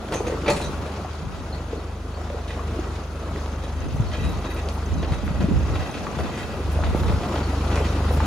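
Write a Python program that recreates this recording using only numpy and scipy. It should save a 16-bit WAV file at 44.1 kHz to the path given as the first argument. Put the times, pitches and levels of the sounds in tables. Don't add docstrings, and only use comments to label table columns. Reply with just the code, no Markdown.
import sys
import numpy as np
from scipy import signal
from scipy.fft import rfft, irfft, next_fast_len
from scipy.io import wavfile
from scipy.ndimage import uniform_filter1d, map_coordinates

SR = 44100
rng = np.random.default_rng(int(sys.argv[2]) if len(sys.argv) > 2 else 0)


def dump_mix(stems):
    frames = np.atleast_2d(stems).T
    limited = np.clip(frames, -1, 1)
    pcm = np.round(limited * 32767).astype(np.int16)
    wavfile.write(sys.argv[1], SR, pcm)


N = 364266

# start_s, speed_turns_per_s
SHAFT_SPEED = [(0, 25.4), (1.5, 25.4), (2.2, 25.2), (2.8, 25.0), (3.3, 24.9), (3.6, 24.6), (5.3, 24.65),
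               (6, 24.8), (8.26, 24.76)]
# order_per_turn, level_db
UPPER_ORDERS = [(4, -8.5), (6, -18), (8, -21), (11, -22)]
# start_s, hold_s, second_order_loss_db, third_order_loss_db
HUM_DIPS = [(0, 0.16, 3, 6), (.8, 0.31, 11, 1), (1.287, .08, 1, 6), (3.0, 0.13, 3, 3),
            (3.856, 0.031, 16, 10), (4.392, 0.044, -2, 3), (5.12, 0.096, -1, 10), (5.813, 0.68, 13, 12.5),
            (6.84, 0.062, 0, 2), (7.194, 0.089, 12, 9.5)]
# pitch_hz, relative level_db
ROAR_COLOUR = [(30, -45), (60, -6), (150, -2), (400, -6.5), (700, -10), (1300, -15.5), (1900, -32),
               (4000, -47.5)]
# pitch_hz, relative level_db
CLATTER_COLOUR = [(600, -8.5), (1350, 10), (1700, 2), (2200, 2), (4000, -1), (6300, -6), (8000, -9.5),
                  (11000, -36), (15500, -61)]
# start_s, level_db
TICK_LEVEL = [(0, -61), (1.2, -58), (3.1, -50), (3.6, -47.5), (6.05, -44.5), (7.1, -59), (8.26, -65)]
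# start_s, jolt_db
JOLTS = [(0, 4.5), (.18, 8.5), (.39, 6), (.55, 8.5), (.71, 8.5), (1.22, 3), (2.21, 0.5), (2.71, 3.5),
         (3.08, 1.3), (4.42, 2), (5.5, -0.3), (5.89, 2), (6.62, -0.2), (7.08, 1.8), (8.26, -0.5)]
# pitch_hz, relative level_db, t60_s
STEEL_MODES = [(1690, -8, .08), (1945, 0, .09), (2475, -3, .1), (2620, -2, .08), (3155, -5, .1),
               (3560, -9, .1), (3855, -8, .1), (4580, -9, .08), (6300, -12, .05)]
# start_s, length_s, extra_db
CHATTER_BOUTS = [(3.81, 0.051, 10), (4.106, 0.25, 11), (4.442, 0.11, 12.5), (4.56, .07, 11),
                 (5.03, 0.89, 5), (5.75, 0.2, 8), (6.202, 0.35, 9), (7.296, 0.12, 4)]
# pitch_hz, relative level_db
HISS_COLOUR = [(6000, -101), (9500, 5), (11000, 4.5), (14000, -21), (15500, 0.5)]
# start_s, length_s, relative level_db
TREBLE_FLARES = [(3.93, .06, -56), (4.27, .09, -53), (4.399, .012, -53), (4.5, 0.036, -51),
                 (4.54, .025, -50), (4.72, 0.072, -54), (5.243, .04, -55), (6.19, .05, -53),
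                 (6.712, 0.033, -48), (6.95, .12, -54), (7.27, .03, -54), (7.797, .02, -55),
                 (8.106, 0.098, -49)]
# pitch_hz, relative level_db
FLARE_TINT = [(6000, -40), (9500, 2), (13500, -2), (15500, -5)]
# start_s, peak level_db, pitch_hz
STONE_SNAPS = [(0.0882, -24, 1500), (.1335, -18, 650), (.1555, -14, 483), (.434, -24, 800),
               (0.603, -21, 990), (2.301, -29, 2200), (2.986, -25, 1008), (3.461, -25, 3600),
               (4.688, -17.5, 4460), (5.029, -23, 2500), (5.279, -21, 1490), (6.79, -19, 800),
               (6.837, -15, 1300), (6.947, -14, 790), (6.948, -10, 324), (7.035, -18.5, 1500),
               (7.758, -17.5, 5500), (7.776, -15, 1300), (8.006, -19, 890), (8.204, -11, 1110)]
# start_s, relative level_db, body_over_clank_db, sizzle_over_clank_db
STEEL_CLANKS = [(0.122, -21, 3.5, -18), (0.1392, -25.5, 5, -11), (0.2668, -23, 0, -17),
                (0.461, -19.5, -3, -37), (0.4805, -13, 0.5, -26), (0.4992, -24, 8.5, -4.5),
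                (0.563, -22, -9, -12.5), (0.614, -23.5, -11, -12.5), (0.656, -33, -18, -24),
                (2.479, -27, -20, -21), (2.504, -25, -5, -27), (3.6368, -29.5, 3, -21),
                (4.115, -27, -6, -31), (4.133, -24, -7, -30), (4.2401, -28, -4, -19),
                (4.4426, -29, 2.5, -27), (4.563, -29, -1, -20), (4.687, -36, 3, -12), (5.028, -25, 3, -40),
                (5.12, -25.5, 1, -22), (5.278, -33.5, 6, -27), (5.4049, -27.5, 5, -21),
                (5.753, -24, 0, -29), (5.9414, -22, -18, -36), (6.187, -32, 12.5, -22),
                (6.255, -29.5, 3, -23), (6.3754, -24, -6, -18), (6.8373, -23, -6, -30),
                (7.0808, -24.5, 2, -25), (7.232, -27, 5, -30), (7.3555, -25, 0, -34),
                (7.712, -23.5, 2, -28), (7.7568, -24.5, 7.5, -18), (7.845, -22, -6, -35),
                (8.085, -39, 13, -17)]
# pitch_hz, relative level_db, t60_s
FRAME_MODES = [(208, -6, .16), (325, 2, .13), (432, 1, .15), (571, -2, .12), (694, -2, .12),
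               (1070, -12, .06)]
# start_s, relative level_db, pitch_hz, t60_s
BRIGHT_PINGS = [(.141, -32, 6300, 0.2), (.168, -33, 2480, .06), (.268, -36, 6460, .1),
                (0.321, -33, 1990, 0.12), (.479, -19, 2390, 0.072), (.48, -32, 6000, 0.052),
                (0.502, -26.5, 4380, 0.11), (0.503, -33, 7300, 0.14), (.573, -34, 2400, 0.051),
                (.618, -31, 4060, 0.082), (.639, -34, 3900, 0.14), (.645, -35, 6100, 0.11),
                (1.525, -37.5, 4260, 0.15), (1.77, -46, 4330, .15), (2.142, -44, 4400, 0.13),
                (4.066, -39, 4300, 0.11), (7.431, -36, 4420, .16)]
# start_s, peak level_db of the note, pitch_hz
CHASSIS_KNOCKS = [(.204, -16.5, 423), (.272, -22, 486), (.297, -18.5, 526), (.323, -20.5, 430),
                  (.343, -21, 405), (.432, -23, 344), (.459, -23, 950), (.484, -15.5, 564),
                  (.494, -17.5, 480), (.511, -18, 400), (0.602, -24, 920), (.608, -30, 900),
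                  (.86, -23, 453), (1.047, -24, 745), (1.73, -20, 447), (1.776, -28, 290),
                  (2.268, -30, 710), (2.301, -23, 564), (2.344, -24.5, 450), (2.593, -25, 1130),
                  (2.762, -26, 343), (2.789, -18.5, 340), (2.841, -28, 1210), (3.36, -30, 1900),
                  (4.488, -22.5, 363), (5.278, -29, 920), (6.067, -21, 1160), (6.79, -24, 660),
                  (6.837, -30, 1050), (7.36, -22, 830), (7.769, -26, 925), (8.107, -18.5, 484),
                  (8.202, -17.5, 896)]
# pitch_hz, t60_s
TREE_DECAY = [(200, 0.88), (2000, 0.2), (10000, 0.25)]
# start_s, hold_s, relative thump_db, relative flutter_db
WIND_GUSTS = [(.62, 0.0076, -60, -50), (0.699, 0.074, -41, -54), (1.256, 0.091, -40, -44),
              (3.84, 0.16, -30.5, -38.5), (3.99, 0.037, -25.5, -49), (4.264, 0.038, -29, -36),
              (4.94, 0.24, -28, -36), (5.304, 0.042, -26.5, -44), (5.443, 0.06, -28, -28.5),
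              (5.556, 0.19, -27, -49), (5.853, 0.38, -43, -42), (6.25, 0.01, -32, -41),
              (6.448, 0.18, -40.5, -54), (6.65, 0.13, -40, -50), (6.853, 0.35, -29.5, -38)]
# pitch_hz, relative level_db
THUMP_COLOUR = [(20, -34), (45, -7), (70, 5.5), (120, -4), (200, -29), (400, -55), (800, -120)]
# pitch_hz, relative level_db
FLUTTER_COLOUR = [(60, -47), (150, 0.5), (300, -8.5), (500, -22), (900, -40), (2000, -120)]
# start_s, relative level_db, pitch_hz
WIND_POPS = [(1.267, -16.5, 113), (3.944, -16.5, 135), (3.999, -6.5, 120), (5.118, -11, 130),
             (5.234, -15.5, 197), (5.309, -12.5, 170), (5.424, -13, 148), (5.442, -7, 187),
             (5.486, -11, 277), (5.512, -9, 188), (7.099, -13, 150), (7.139, -12, 130)]
# start_s, length_s, relative level_db
METAL_SQUEALS = [(4.157, 0.22, -48), (4.442, 0.1, -49), (4.56, .07, -52), (4.97, 0.055, -49),
                 (5.11, .09, -51), (5.736, 0.041, -46), (5.885, .04, -49)]
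# pitch_hz, angle_rad
PORT_WIDTH = [(60, 0.0078), (250, 0.046), (700, 0.26), (1400, 0.43), (3000, 0.63), (6500, 0.58),
              (9000, 0.28), (15000, 0.38)]
# pitch_hz, lead_rad
PORT_LEAD = [(700, 0), (1400, .3), (1900, -.5), (2600, .5), (6300, .8), (8200, -2.9), (9700, -6.3),
             (11300, -9.3), (13200, -12.4), (15300, -15.8)]
# pitch_hz, tilt_db
PORT_TILT = [(300, 0), (700, 0.5), (1400, 3.5), (2800, -0.1), (5000, 0.5)]

FAR_M, NEAR_M = 24.76, 6.64
ROAR_DB, CLATTER_DB, RATTLE_DB, SECOND_DB, THIRD_DB = -31.5, -41, -50, -31.5, -26
JOLT_ROAR, JOLT_CLATTER, JOLT_TICK, JOLT_RATTLE = 0.83, 0.87, 1.3, 0.54
SECOND_GROWS = 0.79
UPPER_GROWS = 0.27
DIP_FALL_S, DIP_RETURN_S = 0.023, 0.17
HISS_PATCHY_DB, FLUTTER_PATCHY_DB = 1.5, 2.5
CLUMP_S = .012
SNAP_CYCLES = 5
KNOCK_T60_S, KNOCK_SHORTENS = 0.028, 0.41
KNOCK_RISE_CYCLES, KNOCK_CRACK_DB, KNOCK_OVERTONES_DB = 0.66, -10, -11.5
GUST_RISE_DB_PER_S, GUST_FALL_DB_PER_S = 199, 137
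CALM_THUMP_DB, CALM_FLUTTER_DB = -54, -58
GUST_APART = .8
SQUEAL_HZ, TOP_HZ = 3855, 15760
TIME_S = np.arange(N) / SR
HIT_S = np.arange(SR // 8 * 2) / SR
HIT_HZ = np.fft.rfftfreq(len(HIT_S), 1 / SR)


def amp(db):
    return np.exp(np.asarray(db) * np.log(10) / 20)


def unit(x):
    return x / np.sqrt(np.mean(x ** 2) + 1e-20)


def along(points, hz):
    f, v = np.transpose(points)
    return np.interp(np.log(hz + 1), np.log(f + 1), v)


def curve(rows):
    s, v = np.transpose(rows)
    return np.interp(TIME_S, s, v)


def progress(start_s, length_s):
    return np.clip((TIME_S - start_s) / length_s, 0, 1)


def wobble(rate):
    coarse = np.arange(0, N + 32, 32)
    knots = rng.standard_normal(int(N * rate / SR) + 4)
    return np.interp(np.arange(N), coarse, map_coordinates(knots, [coarse * rate / SR]))


def filtered(x, response):
    m = next_fast_len(N + SR // 2)
    return irfft(rfft(x, m) * response(np.fft.rfftfreq(m, 1 / SR)), m)[..., :N]


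def rush(colour, patchy_db):
    z = signal.stft(rng.standard_normal((2, N)), nperseg=512)[2]
    over_pitch = uniform_filter1d(rng.standard_normal(z.shape[1:]), 5, 0)
    patches = unit(uniform_filter1d(over_pitch, 8, 1))
    pair = signal.istft(z * amp(patchy_db * patches), nperseg=512)[1][:, :N]
    return unit(filtered(pair, lambda hz: amp(along(colour, hz))))


def add(track, s, sound):
    track[round(s * SR):][:len(sound)] += sound


def ring(modes, t):
    total = 0
    for hz, db, t60 in modes:
        strength_db = db + rng.normal(0, 3.5)
        total = total + amp(strength_db - 60 * t / t60) * np.sin(2 * np.pi * hz * t)
    return total


def bell(hz, width):
    return 1 / (1 + (np.log((HIT_HZ + 50) / hz) / width) ** 4)


def hit_noise(colour):
    return unit(irfft(rfft(rng.standard_normal(len(HIT_S))) * colour))


def nearness():
    return -20 * np.log10(np.linspace(FAR_M, NEAR_M, N) / 10)


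def shaken(db, share):
    return db + nearness() + share * curve(JOLTS)


def hum_dips():
    total = 0
    for s, hold, *lost_db in HUM_DIPS:
        corners = s + np.cumsum([-DIP_FALL_S, DIP_FALL_S, hold, DIP_RETURN_S])
        total = total + np.interp(TIME_S, corners, [0, 1, 1, 0]) * np.array(lost_db)[:, None]
    return total


def engine():
    speed = curve(SHAFT_SPEED)
    turn = np.cumsum(speed) / SR - .12
    near = nearness()
    second_db, third_db = near * [[SECOND_GROWS], [1]] + [[SECOND_DB], [THIRD_DB]] - hum_dips()
    load = 1.3 * np.tanh(wobble(6.8))

    def order(k, db, lag):
        level = np.sqrt(2) * amp(db + load + 0.64 * wobble(6.8))
        return level * np.cos(2 * np.pi * k * turn + lag + 0.041 * k * wobble(6.5))

    hum = order(2, second_db, -0.058) + order(3, third_db, 0)
    for k, db in UPPER_ORDERS:
        hum += order(k, third_db + db + UPPER_GROWS * near, -0.56)

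    firing = np.cos(2 * np.pi * (2 * turn - .3))
    shake = wobble(5)
    roar_db = shaken(ROAR_DB, JOLT_ROAR) + 0.46 * firing + 0.72 * shake + 1.5 * wobble(110)
    roar = amp(roar_db) * rush(ROAR_COLOUR, patchy_db=1.5)
    clatter_db = shaken(CLATTER_DB, JOLT_CLATTER) + 0.09 * firing + 0.63 * shake + 1.2 * wobble(90)
    clatter = amp(clatter_db) * rush(CLATTER_COLOUR, patchy_db=1.5)

    since = (turn - .66) % 1 / speed
    uneven_db = 2.5 * np.tanh(wobble(40))
    tick_db = curve(TICK_LEVEL) + JOLT_TICK * curve(JOLTS) - 3.5 + uneven_db - 60 * since / 0.049
    tick = amp(tick_db) * rush([(5500, -40), (6300, -12), (7100, -60)], patchy_db=1.0)
    return roar + clatter + tick + hum * [[1], [.6]]


def rattle():
    bouts = amp(5 * np.tanh(wobble(60))) * rng.standard_normal((2, N))
    harder_db = sum(db * np.sqrt(np.sin(np.pi * progress(s, length)).clip(0))
                    for s, length, db in CHATTER_BOUTS)

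    def modes(f):
        return sum(amp(db) * 2000 / hz / (1 + 1j * (f - hz) * t60 / 2.5) for hz, db, t60 in STEEL_MODES)

    return amp(shaken(RATTLE_DB, JOLT_RATTLE) + harder_db) * unit(filtered(bouts, modes))


def hiss():
    steady_db = shaken(CLATTER_DB, JOLT_CLATTER) - 15 + 1.1 * wobble(18)
    steady = amp(steady_db) * rush(HISS_COLOUR, HISS_PATCHY_DB)
    flares = sum(amp(db) * np.sin(np.pi * progress(s, length) ** .6).clip(0)
                 for s, length, db in TREBLE_FLARES)
    return steady + flares * amp(2.2 * wobble(150)) * rush(FLARE_TINT, HISS_PATCHY_DB)


def gravel(count=1400, size=5):
    when, pitch, big = rng.random((count, 3)).T
    clump = np.repeat(when[::size], size) * (N - SR // 10)
    start = (clump + CLUMP_S * SR * rng.exponential(1, count).clip(0, 5)).astype(int)
    hz, step = 330 * 25 ** pitch[:, None], np.arange(300)
    t = step / SR
    db = shaken(CLATTER_DB, JOLT_CLATTER)[start] + 5.0 + 21 * big ** 4 - 15 * pitch
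    grains = amp(db[:, None] - 60 * t * hz / 3.2) * np.sin(2 * np.pi * hz * t)
    track = np.bincount((start[:, None] + step).ravel(), grains.ravel(), N + SR)
    t = np.arange(SR // 50) / SR
    for s, db, hz in STONE_SNAPS:
        modes = [(k * hz, level_db, SNAP_CYCLES / k / hz) for k, level_db in ((.75, -5), (1, 0), (1.35, -6))]
        snap = ring(modes, t) * np.tanh(1.5 * t * hz) ** 2
        add(track, s, amp(db) * snap / np.abs(snap).max())
    return track[:N]


def clanks(track):
    t = HIT_S
    for s, db, body_db, sizzle_db in STEEL_CLANKS:
        bounce = np.interp(t, np.arange(64) / 250, rng.standard_normal(64))
        ragged_db = 6 * np.tanh(t / 0.013) * np.tanh(bounce)
        dying = (1 - np.exp(-t / 0.00064)) * (amp(ragged_db - 60 * t / 0.21) + 0.73 * amp(-60 * t / 0.0072))
        peaks = sum(amp(level + rng.normal(0, 5)) / (1 + ((HIT_HZ - hz) / 120) ** 2)
                    for hz, level, _ in STEEL_MODES)
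        crash = hit_noise(0.48 * peaks + .5 * bell(2500, 0.62))
        sizzle = hit_noise(bell(7000, .4))
        bright = dying * (crash + amp(sizzle_db + 9.5) * sizzle)
        add(track, s, amp(db - 12.5) * (bright + amp(-8.0) * ring(STEEL_MODES, t)))
        thud = amp(ragged_db - 60 * t / 0.19) * np.tanh(t / 0.00089) * hit_noise(bell(480, 1.01))
        add(track, s, amp(db + body_db - 8.0) * (thud + amp(-6.0) * ring(FRAME_MODES, t)))


def knocks(track):
    t = HIT_S
    for s, db, hz in CHASSIS_KNOCKS:
        t60 = KNOCK_T60_S * (1000 / hz) ** KNOCK_SHORTENS
        crack = np.tanh(t / 0.00064) * hit_noise(bell(1.4 * hz, .5))
        add(track, s, amp(db + KNOCK_CRACK_DB - 60 * t / 0.029) * crack)
        partials = [(k * hz, KNOCK_OVERTONES_DB, t60 / k) for k in (.9, 1.37, 2.18)]
        note = ring([(hz, 0, t60)] + partials, t) * (1 - np.exp(-t * hz / KNOCK_RISE_CYCLES)) ** 2
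        add(track, s, amp(db) * note / np.abs(note).max())


def pings(track):
    for s, db, hz, t60 in BRIGHT_PINGS:
        cluster = hit_noise(1 / (1 + ((HIT_HZ - hz) / (.06 * hz)) ** 4))
        add(track, s, amp(db - 60 * HIT_S / t60) * (1 - np.exp(-HIT_S / 0.0033)) * cluster)


def steelwork():
    track = np.zeros(N + SR)
    clanks(track)
    pings(track)
    knocks(track)
    return track[:N]


def trees(x):
    hz, t, z = signal.stft(rng.standard_normal((2, SR // 2)), SR, nperseg=256)
    decay = amp(-60 * t / along(TREE_DECAY, hz)[:, None])
    tail = signal.istft(z * decay, SR, nperseg=256)[1]
    return signal.fftconvolve(x[None], tail / np.linalg.norm(tail[0]), axes=1)[:, :N]


def gusts():
    total = amp([[CALM_THUMP_DB], [CALM_FLUTTER_DB]])
    for s, hold, *db in WIND_GUSTS:
        rise_db = -GUST_RISE_DB_PER_S * np.maximum(s - TIME_S, 0)
        fall_db = -GUST_FALL_DB_PER_S * np.maximum(TIME_S - s - hold, 0)
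        total = total + amp(rise_db + fall_db) * amp(db)[:, None]
    return total


def wind():
    thump_gain, flutter_gain = gusts()
    lumps = amp(4 * np.tanh(wobble(22)))
    thump = unit(lumps * rush(THUMP_COLOUR, patchy_db=2.5)) * thump_gain
    flutter = unit(lumps * rush(FLUTTER_COLOUR, FLUTTER_PATCHY_DB)) * flutter_gain
    shared, apart = thump + flutter
    pops, t = np.zeros(N + SR), np.arange(SR // 10) / SR
    for s, db, hz in WIND_POPS:
        swing = t * hz * np.exp(-2.1 * t * hz) * np.sin(2 * np.pi * hz * t)
        add(pops, s, amp(db + 11.5) * swing)
    return shared + GUST_APART * apart * [[1], [-1]] + pops[:N] * [[1.15], [.85]]


def squeal():
    swell = sum(amp(db) * np.sqrt(np.sin(np.pi * progress(s, length)).clip(0))
                for s, length, db in METAL_SQUEALS)
    scrape = amp(4 * np.tanh(wobble(70)))
    return np.sqrt(2) * swell * scrape * np.sin(2 * np.pi * SQUEAL_HZ * TIME_S + 1.1 * wobble(140))


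def ports(pair):
    mid, side = filtered(pair, lambda hz: [np.cos(along(PORT_WIDTH, hz)), np.sin(along(PORT_WIDTH, hz))])

    def skew(hz):
        left_over_right = amp(along(PORT_TILT, hz)) * np.exp(1j * along(PORT_LEAD, hz))
        return left_over_right ** np.array([[.5], [-.5]])

    return filtered([mid + side, mid - side], skew)


def scene():
    truck = engine() + rattle() + hiss()
    hits = gravel() + steelwork() + squeal()
    echo = amp([[-8], [-2.5]]) * trees(hits)
    return ports(truck + hits * [[1], [0]] + echo) + wind()


def record(dry):
    return filtered(dry, lambda hz: hz < TOP_HZ)


dry = scene()
out = record(dry)
dump_mix(out)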